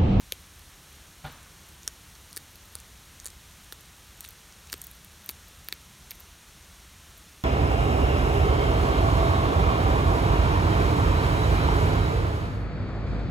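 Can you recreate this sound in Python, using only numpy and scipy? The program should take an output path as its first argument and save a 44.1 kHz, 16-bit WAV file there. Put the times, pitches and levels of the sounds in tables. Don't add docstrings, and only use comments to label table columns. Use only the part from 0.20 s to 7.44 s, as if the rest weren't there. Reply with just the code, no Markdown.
import sys
import numpy as np
from scipy import signal
from scipy.fft import rfft, irfft
from scipy.io import wavfile

SR = 44100
rng = np.random.default_rng(int(sys.argv[2]) if len(sys.argv) > 2 else 0)


def rack_gain(trim_db):
    fader = np.asarray(trim_db, float)
    return 10 ** (fader / 20)


def dump(signal):
    limited = np.clip(np.atleast_2d(signal).T, -1, 1)
    pcm = np.round(limited * 32767).astype(np.int16)
    wavfile.write(sys.argv[1], SR, pcm)


N = 319224

# start_s [s], thin_splinter_hz [Hz], thick_splinter_hz [Hz], bone_hz [Hz], skull_hz [Hz]
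BITES = [(.122, 11600, 6000, 3200, 2720), (1.677, 9300, 6470, 3860, 1640), (2.17, 13600, 9250, 4950, 1790),
         (2.554, 13500, 9500, 4470, 1250), (3.064, 9400, 7300, 4970, 1700),
         (3.524, 13800, 8300, 3780, 1660), (4.03, 13500, 8400, 4230, 2200), (4.53, 13500, 8400, 4670, 1560),
         (4.617, 11650, 8300, 3400, 2580), (4.669, 15000, 8180, 3630, 2670),
         (5.095, 13000, 5600, 4350, 2150), (5.486, 12900, 9730, 4630, 1470),
         (5.526, 12300, 7700, 4280, 2400), (5.912, 12900, 8300, 4360, 2280)]
# start_s [s], thin_splinter_db [dB], thick_splinter_db [dB], bone_db [dB], skull_db [dB]
SNAPS = [(0.122, -7, -7.5, -5.5, -36), (1.6772, -5.5, -4, -12, -15), (2.1631, -40, -12, -22, -32),
         (2.169, -23, -13, -14, -20.5), (2.1734, -40, -20, -21, -37), (2.1752, -18, -12, -17, -21.5),
         (2.5535, -19, -9.5, -19.5, -28), (3.057, -17, -11, -31, -28), (3.0641, -10.5, -13, -21, -31),
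         (3.0722, -18, -19, -25, -28.5), (3.524, -20, -17.5, -16, -20), (4.007, -16, -16.5, -26, -39),
         (4.5216, -30, -19, -25, -36), (4.5255, -16, -18, -35, -31), (4.5287, -15, -10, -8.5, -13),
         (4.5394, -20, -16, -16, -21), (4.6163, -18, -15.5, -38, -50), (4.669, -16, -22, -39, -41),
         (5.0908, -13, -13.5, -23, -20), (5.0916, -12, -22, -10.5, -20.5), (5.0959, -21, -19, -17, -20),
         (5.486, -11.5, -21, -13, -20), (5.5253, -13.5, -12.5, -7.5, -13.5), (5.9087, -15, -21, -28, -24)]
# start_s [s], shard_hz [Hz], shard_db [dB], bone_db [dB]
CRACKLES = [(0.136, 11370, -25, -47), (1.6322, 6160, -22, -32), (1.6762, 6120, -18, -33),
            (1.6833, 7540, -31, -35), (1.9532, 6160, -28, -33), (1.9608, 6240, -33, -33),
            (2.1293, 9500, -20, -21), (2.357, 12700, -27, -28), (2.5868, 8830, -31, -28),
            (2.6016, 8900, -22, -39), (3.0002, 6700, -17, -36), (3.0454, 9700, -19, -35),
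            (3.0832, 7500, -22, -31), (3.1029, 9470, -24, -25), (4.0426, 11500, -25, -23),
            (4.0488, 5560, -25, -25), (4.052, 9500, -25, -25), (4.0884, 15300, -17, -35),
            (4.499, 13570, -28, -26), (4.5316, 11330, -22, -16), (4.541, 8450, -23, -40),
            (4.6176, 11700, -17, -37), (4.6394, 7750, -24, -39), (4.644, 14770, -25, -39),
            (5.0615, 13000, -17.5, -35), (5.097, 11800, -14, -33), (5.1053, 11330, -19, -30),
            (5.914, 12320, -21, -19), (5.9165, 12000, -20, -33), (5.9067, 12800, -26, -28)]
# start_s [s], ring_hz [Hz], level_db [dB]
TICKS = [(2.102, 12500, -35), (.393, 11370, -30), (.7285, 10980, -30), (5.9485, 13300, -34),
         (1.1247, 13600, -29), (1.2303, 8790, -28), (1.487, 11370, -30), (2.1093, 6460, -30),
         (2.456, 12960, -31), (3.4448, 9100, -29), (3.53, 11200, -22), (3.6088, 11760, -27),
         (4.01, 9000, -25), (5.955, 11800, -30), (4.0459, 10900, -26), (4.0777, 8610, -25),
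         (4.107, 11970, -24), (4.3242, 5990, -26), (4.472, 6680, -26), (4.5786, 13520, -27),
         (1.7357, 14700, -35), (4.7133, 11500, -22), (4.8466, 11110, -23), (5.0443, 13440, -28),
         (5.1085, 13740, -27), (5.2838, 13310, -29), (5.446, 13480, -29), (5.538, 13820, -24),
         (6.005, 12500, -25.5), (6.9798, 12000, -33)]
TICK_BONE_DB = -12
# start_s [s], thump_hz [Hz], level_db [dB]
JAW_THUMPS = [(.1223, 516, -17.5), (1.6772, 424, -28), (2.169, 423, -24.5), (2.5537, 500, -30),
              (3.057, 520, -29), (3.5238, 470, -27.5), (4.5287, 329.5, -26), (4.54, 382, -21),
              (5.0917, 380, -23), (5.486, 500, -33), (5.5255, 400, -25.5), (5.9125, 600, -34)]
# start_s [s], ring_hz [Hz],
# level_db [dB]
HOLLOW_POPS = [(3.0456, 1680, -33), (4.0354, 1600, -32), (4.0459, 1360, -26.5), (4.4996, 2580, -26.5),
               (4.5316, 2730, -22.5), (4.5392, 3100, -19.5), (5.0967, 1050, -21), (1.6773, 5480, -6),
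               (5.5257, 1600, -15.5), (5.9165, 2200, -21.5), (5.486, 2500, -24), (5.5255, 3700, -15),
               (5.9086, 5200, -18), (4.0488, 2500, -24), (4.0608, 3800, -27), (4.0884, 6200, -27),
               (3.5238, 5000, -25), (5.0917, 8400, -16)]
# start_s [s], length_s [s], ring_hz [Hz], slip_db [dB]
SCRAPES = [
    (1.063, .012, 12000, -36),
    (4.026, .036, 8500, -34.5),
    (4.634, .016, 11000, -29),
    (5.101, .011, 13000, -26),
    (5.998, .006, 13700, -28),
    (6.974, .013, 12800, -36),
]
SLIPS_PER_S, SLIP_HZ_SCATTER, SLIP_SCATTER_DB = 400, .2, 3
SPECK_COUNT, SPECK_SPREAD_S = 60, .12
SPECK_HZ, SPECK_DB, SPECK_SCATTER_DB = (9000, 14500), -38, 2.5
SILENT_DB = -80
# delay_s [s], smear_s [s], level_db [dB]
LEAF_ECHOES = [
    (.0014, 0.0014, -12.5),
    (.0085, 0.00084, -20.5),
]
# time_s [s], level_db [dB]
GRIND = [
    (0.0, -61),
    (1.57, -63),
    (2.08, -58),
    (2.6, -62),
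    (4.4, -65),
    (4.7, -61),
    (5.18, -69),
    (5.93, -66),
    (6.11, -82),
    (7.24, -77),
]
KNOCK_S, KNOCK_DB = 1.039, -33.5
# mode_hz [Hz], level_db [dB], t60_s [s]
KNOCK_MODES = [
    (147.4, 0, 0.22),
    (590, -8.5, 0.17),
    (774, 1, 0.11),
    (858, -5, 0.16),
    (1440, -5, 0.11),
]
# freq_hz [Hz], density_db [dB per Hz]
KNOCK_WASH = [(100, 4), (400, -8), (800, -5), (1400, -3), (2200, -10), (3500, -10.5), (4500, -12.5),
              (6000, -31), (9000, -80)]
# freq_hz [Hz], density_db [dB per Hz]
RUMBLE = [(12, -47), (20, -16), (37, -4), (65, 0), (82, -3), (109, -10), (184, -11), (236, -17.5),
          (400, -27), (520, -48), (880, -120)]
RUMBLE_DB, RUMBLE_SWELL_DB, RUMBLE_SWELL_HZ = -54.5, .3, 1.5
# freq_hz [Hz], density_db [dB per Hz]
HISS = [(150, -31), (300, 0.5), (600, -1.5), (1300, 1.5), (2300, -0.5), (3300, 0.5), (6000, 0), (9000, -2),
        (12000, -5.5), (15000, -12.5), (15800, -14)]
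HISS_DB, HISS_EDGE_HZ = -52, 15880
# centre_hz [Hz], width_hz [Hz], depth_db [dB]
CASE_DIPS = [
    (4890, 780, -5),
    (7750, 1160, -4),
    (10400, 850, -5.5),
]
EDGE_HZ = 16550


def evened(x, axis=None):
    return x / np.sqrt(np.mean(x ** 2, axis=axis, keepdims=True) + 1e-20)


def read(points, hz):
    f, value = np.transpose(points)
    return np.interp(np.log(hz + 1), np.log(f + 1), value)


def coloured(x, points):
    hz = np.fft.rfftfreq(len(x), 1 / SR)
    return evened(irfft(rfft(x) * rack_gain(read(points, hz)), len(x)))


def ring(hz, centre_hz, width_hz):
    return 1 / (1 + 2j * (hz - centre_hz) / width_hz)


def drift(top_hz):
    hz = np.fft.rfftfreq(N, 1 / SR)
    return evened(irfft(rfft(rng.standard_normal(N)) * np.exp(-(hz / top_hz) ** 2), N))


def below(x, edge_hz):
    return irfft(rfft(x) * (np.fft.rfftfreq(N, 1 / SR) < edge_hz), N)


def cracks(size=1024):
    s, splinter_hz, splinter_db, bone_hz, bone_db, jaw_db = np.transpose(breaks())[:, :, None]
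    t, hz = np.arange(size) / SR, np.fft.rfftfreq(size, 1 / SR)

    snap = (t / .0002) ** 2 * np.exp(-t / .0001)
    crumble = rack_gain(-30.) * np.exp(-t / .0025) * (t > .0004)
    force = rfft(rng.standard_normal((len(s), size)) * (snap + crumble))
    force = force / (abs(evened(force, axis=1)) + 0.3)

    bright = ring(hz, splinter_hz, 2200.0) * ring(hz, splinter_hz, 5500.)
    bright = bright + 0.12 * ring(hz, 12300.0, 9700.0)
    bright = bright * hz ** 2 / (hz ** 2 + 3000. ** 2)
    bright = bright * ((hz < HISS_EDGE_HZ - 300) | (splinter_db > -24))
    hollow = ring(hz, bone_hz, 250 + 0.14 * bone_hz) * ring(hz, bone_hz, 1850.0)
    hollow = hollow * hz / (hz + 2000.0)

    late = np.maximum(t - .0012, 0)
    jaw = np.sin(2 * np.pi * bone_hz * late) * np.exp(-late / 0.0035) * np.exp(-(t / 0.0059) ** 2)
    fade = np.exp(-(t / .0013) ** 2) + .25 * np.exp(-(t / .008) ** 2)
    parts = [(irfft(force * bright) * fade, splinter_db),
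             (irfft(force * hollow) * fade, bone_db),
             (jaw, jaw_db)]
    sounds = sum(rack_gain(db) * evened(part, axis=1) / np.sqrt(size) for part, db in parts)

    out = np.zeros(N + size)
    np.add.at(out, np.round(s * SR).astype(int) + np.arange(size), sounds)
    echoes = signal.oaconvolve(out, leaf_scatter(t))[:len(out)]
    return (out + echoes)[:N]


def breaks():
    bites, off = np.array(BITES), SILENT_DB

    def piece(s):
        return bites[abs(bites[:, 0] - s).argmin()]

    rows = []
    for s, thin_db, thick_db, bone_db, skull_db in SNAPS:
        _, thin_hz, thick_hz, bone_hz, skull_hz = piece(s)
        rows.append((s, thin_hz, thin_db, bone_hz, bone_db, off))
        rows.append((s, thick_hz, thick_db, skull_hz, skull_db, off))
    rows += [(s, hz, db, piece(s)[3], bone_db, off) for s, hz, db, bone_db in CRACKLES]
    rows += [(s, hz, db, piece(s)[3], db + TICK_BONE_DB, off) for s, hz, db in TICKS]
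    rows += [(s, piece(s)[1], off, hz, off, db) for s, hz, db in JAW_THUMPS]
    rows += [(s, piece(s)[1], off, hz, db, off) for s, hz, db in HOLLOW_POPS]

    for start, length, hz, db in SCRAPES:
        slips = round(length * SLIPS_PER_S) + 1
        for place, pitch, size in rng.standard_normal((20, 3))[:slips]:
            s = start + length * (place * 10 % 1)
            slip_hz = min(hz * (1 + SLIP_HZ_SCATTER * pitch), 15000)
            slip_db = db + SLIP_SCATTER_DB * size
            rows.append((s, slip_hz, slip_db, piece(s)[3], slip_db + TICK_BONE_DB, off))

    places, pitches = rng.laplace(size=SPECK_COUNT), rng.random(SPECK_COUNT)
    sizes = rng.standard_normal(SPECK_COUNT)
    for k in range(SPECK_COUNT):
        s = abs(bites[k % len(bites), 0] + SPECK_SPREAD_S * places[k])
        speck_hz = np.interp(pitches[k], [0, 1], SPECK_HZ)
        rows.append((s, speck_hz, SPECK_DB + SPECK_SCATTER_DB * sizes[k], 3000, off, off))
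    return rows


def leaf_scatter(t):
    scatter = np.zeros(len(t))
    for delay, smear, db in LEAF_ECHOES:
        puff = np.exp(-((t - delay) / smear) ** 2) * (t > .0006) * rng.standard_normal(len(t))
        scatter += rack_gain(db) * puff / np.linalg.norm(puff)
    return scatter


def grinding():
    sizes = rack_gain(5.4 * np.minimum(rng.exponential(1, N), 4))
    ticks = sizes * (rng.random(N) < 1500. / SR) * rng.choice([-1., 1.], N)
    colour = [(2000, -28), (6000, 2), (11500, 11), (15000, 3), (15800, 5)]  # (Hz, dB)
    level_db = np.interp(np.arange(N) / SR, *np.transpose(GRIND)) - 4.5
    return below(coloured(ticks, colour), HISS_EDGE_HZ) * rack_gain(level_db)


def knock():
    t = np.maximum(np.arange(N) / SR - KNOCK_S, 0)
    rise = 1 - np.exp(-(t / 0.0081) ** 1.6)
    modes = sum(rack_gain(db - 60 * t / t60) * np.sin(2 * np.pi * hz * t) for hz, db, t60 in KNOCK_MODES)
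    decay = rack_gain(-3.0 - 60 * t / 0.14) + rack_gain(-11.0 - 60 * t / 0.9)
    wash = coloured(rng.standard_normal(N), KNOCK_WASH) * decay
    wash = wash * rack_gain(1.2 * drift(80.))
    return rack_gain(KNOCK_DB) * rise * (modes + wash)


def background():
    rumble_db = RUMBLE_DB + RUMBLE_SWELL_DB * drift(RUMBLE_SWELL_HZ)
    rumble = coloured(rng.standard_normal(N), RUMBLE) * rack_gain(rumble_db)
    hiss = coloured(rng.standard_normal(N), HISS) * rack_gain(HISS_DB + 0.2 * drift(5.4))
    return rumble + below(hiss, HISS_EDGE_HZ)


def scene():
    return np.tile(cracks() + grinding() + knock() + background(), (2, 1))


def microphone(dry):
    hz = np.fft.rfftfreq(N, 1 / SR)
    dips_db = sum(db * abs(ring(hz, f, w)) ** 2 for f, w, db in CASE_DIPS)
    passband = hz ** 4 / (hz ** 4 + 25 ** 4) / (1 + (hz / EDGE_HZ) ** 80)
    return irfft(rfft(dry) * rack_gain(dips_db) * passband, N)


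def side_shimmer(x):
    hz, t, z = signal.stft(x, SR, nperseg=2048, noverlap=1024)
    band = np.searchsorted([4100, 5200, 6900, 8300, 9600, 11000, 12400, 13800, 15800], hz)
    apart = (rng.random((10, len(t))) < .22) & (rng.random(len(t)) < .17)
    apart[[0, 9]] = False
    level = rack_gain(-1.) * np.median(abs(z), axis=1, keepdims=True)
    noise = level * apart[band] * np.exp(2j * np.pi * rng.random(z.shape))
    side = signal.istft(noise, SR, nperseg=2048, noverlap=1024)[1][:N]
    return np.roll(side, 228) * np.array([[1], [-1]])


def roll_off(x):
    return signal.sosfilt(signal.butter(12, 17010, fs=SR, output="sos"), x)


def record(dry):
    x = microphone(dry)
    mix = x + side_shimmer(x[0])
    return roll_off(mix)


dry = scene()
out = record(dry)
dump(out)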